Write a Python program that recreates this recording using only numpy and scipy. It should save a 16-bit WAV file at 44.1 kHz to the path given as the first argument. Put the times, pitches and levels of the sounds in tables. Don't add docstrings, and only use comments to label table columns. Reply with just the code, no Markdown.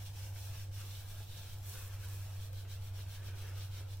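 import sys
import numpy as np
from scipy import signal
from scipy.fft import rfft, irfft
from scipy.io import wavfile

SR = 44100
rng = np.random.default_rng(int(sys.argv[2]) if len(sys.argv) > 2 else 0)


def master_out(mix):
    frames = np.transpose(np.atleast_2d(mix))
    ceiling = np.clip(frames, -1, 1)
    pcm = np.round(ceiling * 32767).astype(np.int16)
    wavfile.write(sys.argv[1], SR, pcm)


N = 176400
T = np.arange(N) / SR
FREQS = np.maximum(np.arange(N // 2 + 1) * SR / N, 1)

# (frequency [Hz], relative density [dB])
HAIR_SPECTRUM = [(200, -47), (600, -12.5), (1200, -10), (1600, -0.5), (1900, -7.5), (2400, 0.5),
                 (3400, 2.5), (4100, 1.8), (4900, -1), (5700, 3.5), (6700, -4), (7500, 0), (8300, -4.5),
                 (9000, -4), (9600, 0), (10500, -6), (11800, -2.5), (12600, -7.5), (14000, -0.5),
                 (16000, -5)]
# (frequency [Hz], likeness [-])
HAIR_LIKENESS = [(700, -1), (1500, 2.1), (2300, 0.26), (3200, 0.33), (4500, -0.11), (8500, 0), (12000, 0),
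                 (16000, 0.2)]
PALM_LIKENESS = [(350, 0.36), (520, 0.056), (800, 0.065), (1250, 1), (1700, 0.75), (3000, 0.41)]


def from_db(db):
    return 10 ** (np.asarray(db) / 20)


def unit_rms(x):
    return x / np.sqrt(np.mean(x ** 2) + 1e-20)


def over_time(points):
    return np.interp(T, *np.transpose(points))


def over_hz(points):
    hz, value = np.transpose(points)
    return np.interp(np.log(FREQS), np.log(hz), value)


def drift(rate_hz):
    return unit_rms(irfft(rfft(rng.standard_normal(N)) / (1 + (FREQS / rate_hz) ** 2), N))


def swell(start_s, length_s, rise_s, decay_s):
    rise = np.sin(np.pi / 2 * np.clip((T - start_s) / rise_s, 0, 1))
    return rise * np.exp(-np.maximum(T - start_s - length_s, 0) / decay_s)


def resonance(spectrum, hz, width_hz):
    return unit_rms(irfft(spectrum / (1 + ((FREQS - hz) / width_hz) ** 2), N))


def grains(per_s, spread_db):
    sizes = from_db(spread_db * np.minimum(rng.exponential(1, N), 4))
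    return sizes * rng.choice([-1, 1], N) * (rng.random(N) < per_s / SR)


def crackle(per_s, spread_db, hiss_share=0.7):
    clicks = unit_rms(np.array([grains(per_s, spread_db) for _ in range(2)]))
    return np.sqrt(1 - hiss_share) * clicks + np.sqrt(hiss_share) * rng.standard_normal((2, N))


def coloured(pair, spectrum, likeness, balance_db=0):
    mid, side = rfft(pair)
    alike = np.clip(over_hz(likeness), -1, 1)
    signs = np.array([[1], [-1]])
    stereo = np.sqrt(1 + alike) * mid + np.sqrt(1 - alike) * side * signs
    return unit_rms(irfft(stereo * from_db(over_hz(spectrum) + signs * balance_db / 2), N))


def noise(likeness, spectrum=((1, 0),)):
    return coloured(rng.standard_normal((2, N)), spectrum, likeness)


def room_tone():
    # (frequency [Hz], relative density [dB])
    air_spectrum = [(15, 3), (26, -2), (42, -11), (58, -2), (82, 2), (110, -2.5), (135, -11), (175, -22.5),
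                    (250, -27), (400, -25), (500, -24.5), (800, -23), (1200, -31.5), (3000, -40.5),
                    (16000, -50)]
    # (frequency [Hz], level [dB], width [Hz])
    tones = [(156.5, -72, 2), (196.5, -81, 4), (328.5, -79.5, 5.5), (464, -77, 8.8), (531, -76, 7.7),
             (609, -84, 6), (653.4, -78.5, 5), (866, -78.5, 19)]
    # (frequency [Hz], likeness [-])
    air_likeness = [(60, 1), (130, 0.95), (250, 0.83), (350, 0), (520, 0), (800, 0.12), (1400, 0.0058),
                    (4000, 0)]
    tone_likeness = [(160, 0.91), (330, 0.93), (520, 0.47), (850, 0.24)]
    air = from_db(-51) * noise(air_likeness, air_spectrum)
    drive = rfft(noise(tone_likeness))
    return air + sum(from_db(db) * resonance(drive, hz, width_hz) for hz, db, width_hz in tones)


def motor_hum():
    # (time [s], level [dB])
    levels = [(0, -45), (.8, -45.5), (1.4, -49), (1.85, -47), (2.15, -43), (2.7, -45), (3.2, -45.5),
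              (3.55, -43), (4, -44)]
    start_hz, sag_hz_per_s, waver_db = 98.8, 0.57, 0.5
    phase = 2 * np.pi * np.cumsum(start_hz - sag_hz_per_s * T) / SR
    gain = from_db(over_time(levels) - waver_db * drift(rate_hz=30))
    return np.sqrt(2) * gain * np.sin(phase) * from_db([[-0.5], [0.5]])


def head_bumps():
    # (time [s], level [dB])
    landings = [(1.204, -58), (1.581, -66)]
    # (frequency [Hz], gain [dB], t60 [s])
    modes = [(207, 1, 0.055), (324, -1, 0.055), (440, 1, .06), (670, 0, .05), (830, 2, .04)]
    out = np.zeros(N)
    for start_s, db in landings:
        age_s = np.maximum(T - start_s, 0)
        for hz, mode_db, t60_s in modes:
            envelope = from_db(db + mode_db - 60 * age_s / t60_s)
            out += envelope * np.sin(2 * np.pi * hz * age_s) * rng.choice([-1, 1])
    return out


def glove_snaps(rise_s=0.0002, decay_s=0.00097):
    # (time [s], level [dB])
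    snaps = [(1.586, -47), (1.6965, -36), (2.0864, -40), (2.531, -46), (3.0543, -52), (3.9706, -47)]
    # (frequency [Hz], relative density [dB])
    spectrum = [(1000, -38), (4000, 2), (9000, 4), (14000, 8)]
    # (frequency [Hz], likeness [-])
    likeness = [(3000, -0.2), (9000, -0.56)]
    envelope = sum(from_db(db) * swell(start_s, rise_s, rise_s, decay_s) for start_s, db in snaps)
    return noise(likeness, spectrum) * envelope


def glove_scratches(rise_s=0.0017, decay_s=0.022, width_oct=0.57):
    # (time [s], level [dB], centre [Hz])
    scratches = [(.059, -61, 3300), (0.358, -59.5, 1810), (0.801, -61, 2800), (.908, -57, 3600),
                 (.95, -58, 3900), (1.155, -64, 3400), (1.373, -56.5, 5960), (1.664, -55, 12000),
                 (1.686, -58, 13000), (1.731, -54, 4800), (2.085, -66, 7500), (3.608, -54, 3820),
                 (3.755, -65, 11000)]
    grit = rfft(coloured(crackle(per_s=4000, spread_db=1), HAIR_SPECTRUM, HAIR_LIKENESS))
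    out = 0
    for start_s, db, hz in scratches:
        band = unit_rms(irfft(grit / (1 + (np.log2(FREQS / hz) / width_oct) ** 2), N))
        out += band * from_db(db) * swell(start_s, rise_s, rise_s, decay_s)
    return out


def palm_kneading(pitch_swing=0.037):
    # (start [s], length [s], level [dB], resonance [Hz], width [Hz])
    presses = [(0, 0.18, -72.5, 804, 150), (0.24, 0.27, -67.5, 750, 170), (0.794, .03, -65, 1560, 100),
               (0.817, 0.07, -70, 296, 100), (1.144, 0.059, -65.5, 1500, 120), (1.678, 0.12, -70, 453, 130),
               (1.725, 0.037, -65, 760, 200), (1.73, 0.062, -63.5, 1530, 130),
               (1.803, 0.027, -63.5, 1380, 130), (1.9, 0.049, -66.5, 1560, 130),
               (2.014, 0.043, -63.5, 1520, 110), (2.244, 0.068, -70, 784, 150), (2.48, 0.087, -65, 540, 30),
               (2.628, 0.086, -66.5, 363, 80), (2.96, 0.069, -65, 420, 130), (3.205, 0.1, -63.5, 370, 130),
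               (3.317, 0.31, -67.5, 420, 130), (3.435, 0.062, -68, 440, 70), (3.123, 0.22, -69.5, 1670, 55),
               (3.432, 0.08, -64.5, 1720, 80), (3.73, 0.14, -67, 420, 123)]
    rub = rfft(noise(PALM_LIKENESS))
    samples = np.arange(N)
    warped = (samples + np.cumsum(pitch_swing * drift(rate_hz=7))) % N
    out = 0
    for start_s, length_s, db, hz, width_hz in presses:
        highpassed = rub / (1 + (hz / 2 / FREQS) ** 4)
        hollow = resonance(highpassed, hz, width_hz)
        flexed = np.array([np.interp(warped, samples, channel) for channel in hollow])
        out += flexed * from_db(db) * swell(start_s, length_s, rise_s=0.027, decay_s=0.0075)
    return out


def shifting_colour(x, swing_ms=0.2):
    # (delay [ms], gain [dB])
    taps = [(1.3, -8.5), (2.9, -10), (5.2, -12.5), (11, -9)]
    out = x
    for ms, db in taps:
        delay = np.round((ms + swing_ms * drift(rate_hz=1.2)) * SR / 1000).astype(int)
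        out = out + from_db(db) * x[:, (np.arange(N) - delay) % N]
    return unit_rms(out)


def foam_squelch(trim_db=-0.73, rise_s=0.0042, decay_s=0.017):
    # (frequency [Hz], relative density [dB])
    spectrum = [(200, -3), (330, -2.5), (480, -1.5), (750, -6.5), (1150, -1), (1450, -3.5), (1680, -2.5),
                (1950, -6.5), (2700, -4.5), (4500, -21.5), (9000, -46)]
    # (time [s], level before trim [dB])
    levels = [(0.0, -61), (0.13, -84), (0.17, -66), (0.4, -77), (0.56, -60), (0.69, -91), (0.77, -64),
              (0.96, -66), (1.2, -63.5), (1.27, -75), (1.37, -63.5), (1.61, -67.5), (1.77, -59.5),
              (2.0, -63), (2.04, -63), (2.07, -60.5), (2.55, -70), (3.52, -59.5), (3.72, -66.5),
              (3.79, -61), (3.98, -76), (4.0, -86)]
    # (time [s], level [dB])
    pockets = [(0.36, -65), (1.752, -62), (2.648, -61.5), (2.985, -59), (3.277, -56.5), (3.335, -60)]
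    foam = coloured(crackle(per_s=2500, spread_db=2.5), spectrum, PALM_LIKENESS)
    power = from_db(over_time(levels) + trim_db) ** 2
    for start_s, db in pockets:
        power += (from_db(db) * swell(start_s, rise_s, rise_s, decay_s)) ** 2
    return shifting_colour(foam) * np.sqrt(power)


def bubble_pops(per_s=380, sizes=12, t60_cycles=9.3):
    rings = np.zeros((2, N))
    for hz in np.geomspace(3000, 14500, sizes):
        radius = from_db(-60 * hz / (t60_cycles * SR))
        angle = 2 * np.pi * hz / SR
        clicks = np.array([grains(per_s / sizes / 2, spread_db=2) for _ in range(2)])
        feedback = [1, -2 * radius * np.cos(angle), radius ** 2]
        rings += signal.lfilter([0, np.sin(angle)], feedback, clicks + 1e-18)
    mid, side = rings
    return unit_rms(np.array([mid + side, mid - side]))


def hair_swish():
    # (start [s], length [s], level [dB], extra treble [dB], extra rasp [dB])
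    strokes = [(-.05, 0.082, -54.5, -0.5, -2), (0.041, 0.029, -52.5, -1, 0.5), (0.114, 0.12, -52.5, -2, -4),
               (0.21, 0.08, -54.5, -0.5, -5), (0.317, 0.17, -55, 2, 0), (0.485, 0.14, -53, -1.5, -2),
               (0.703, 0.11, -52, -0.5, -2), (0.805, 0.21, -56, 2.5, 3), (1.037, 0.11, -57.5, 4.5, 3.5),
               (1.124, 0.11, -58, 2.5, 2.5), (1.248, 0.14, -58, 2.5, 7), (1.343, 0.06, -59.5, 2, 8.5),
               (1.385, .15, -56, 1, 2.5), (1.537, 0.074, -66.5, 4.5, 3), (1.609, 0.11, -55.5, 6, 0.5),
               (1.687, 0.14, -55, 5, 1.5), (1.8, 0.077, -65, 10, 4), (1.863, 0.1, -57, -0.5, -2.5),
               (1.975, 0.079, -55, 2, 0.5), (2.046, 0.12, -59, 6, 1), (2.14, 0.13, -59.5, 2, -1),
               (2.255, 0.11, -58, -0.5, -1), (2.364, 0.092, -56.5, 2, 2.5), (2.512, 0.095, -57, 0.5, 4),
               (2.664, 0.075, -53.5, 0, 3), (2.782, 0.1, -59.5, 2.5, 3.5), (2.918, 0.093, -54, -1, 1),
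               (3.051, 0.11, -55, 0.5, 2), (3.206, 0.079, -53.5, -3, 0), (3.328, 0.1, -55.5, 0, 1.5),
               (3.416, .08, -54.5, -2.5, -4), (3.519, 0.13, -54, -1, 1.5), (3.693, 0.099, -52.5, -2.5, 1),
               (3.852, 0.087, -57, -0.5, 2.5)]
    # (frequency [Hz], left minus right [dB])
    balance = [(2000, 2), (4000, -0.9), (6500, 0.8), (7700, -1.5), (9000, 0), (11800, -4), (13000, -4.5),
               (13800, 8), (15600, -2.5)]
    pops_db, resting_db, catch_db = -14, -69, 0.59
    treble_hz, rasp_hz, rasp_width_hz = 6300, 3870, 710
    flicks = coloured(crackle(per_s=9000, spread_db=0.5), HAIR_SPECTRUM, HAIR_LIKENESS, over_hz(balance))
    fizz = rfft(shifting_colour(flicks) + from_db(pops_db) * bubble_pops())
    treble = 1 - 1 / (1 + (FREQS / treble_hz) ** 6)
    rasp = (1 - treble) / (1 + ((FREQS - rasp_hz) / rasp_width_hz) ** 4)
    bands = (1 - treble - rasp, treble, rasp)
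    power = from_db(resting_db) ** 2
    for start_s, length_s, db, treble_db, rasp_db in strokes:
        stroke = swell(start_s, length_s, rise_s=min(0.084, length_s), decay_s=0.041)
        band_gains = from_db([db, db + treble_db, db + rasp_db])
        power = power + np.outer(band_gains, stroke) ** 2
    swish = sum(irfft(fizz * band, N) * gain for band, gain in zip(bands, np.sqrt(power)))
    return swish * from_db(catch_db * drift(rate_hz=20))


def scene():
    return (hair_swish() + foam_squelch() + palm_kneading() + motor_hum() + room_tone()
            + glove_scratches() + glove_snaps() + head_bumps())


def record(dry):
    cutoff_hz, edge_hz = 15850, 100
    return irfft(rfft(dry) * np.clip((cutoff_hz - FREQS) / edge_hz + 0.5, 0, 1), N)


dry = scene()
out = record(dry)
master_out(out)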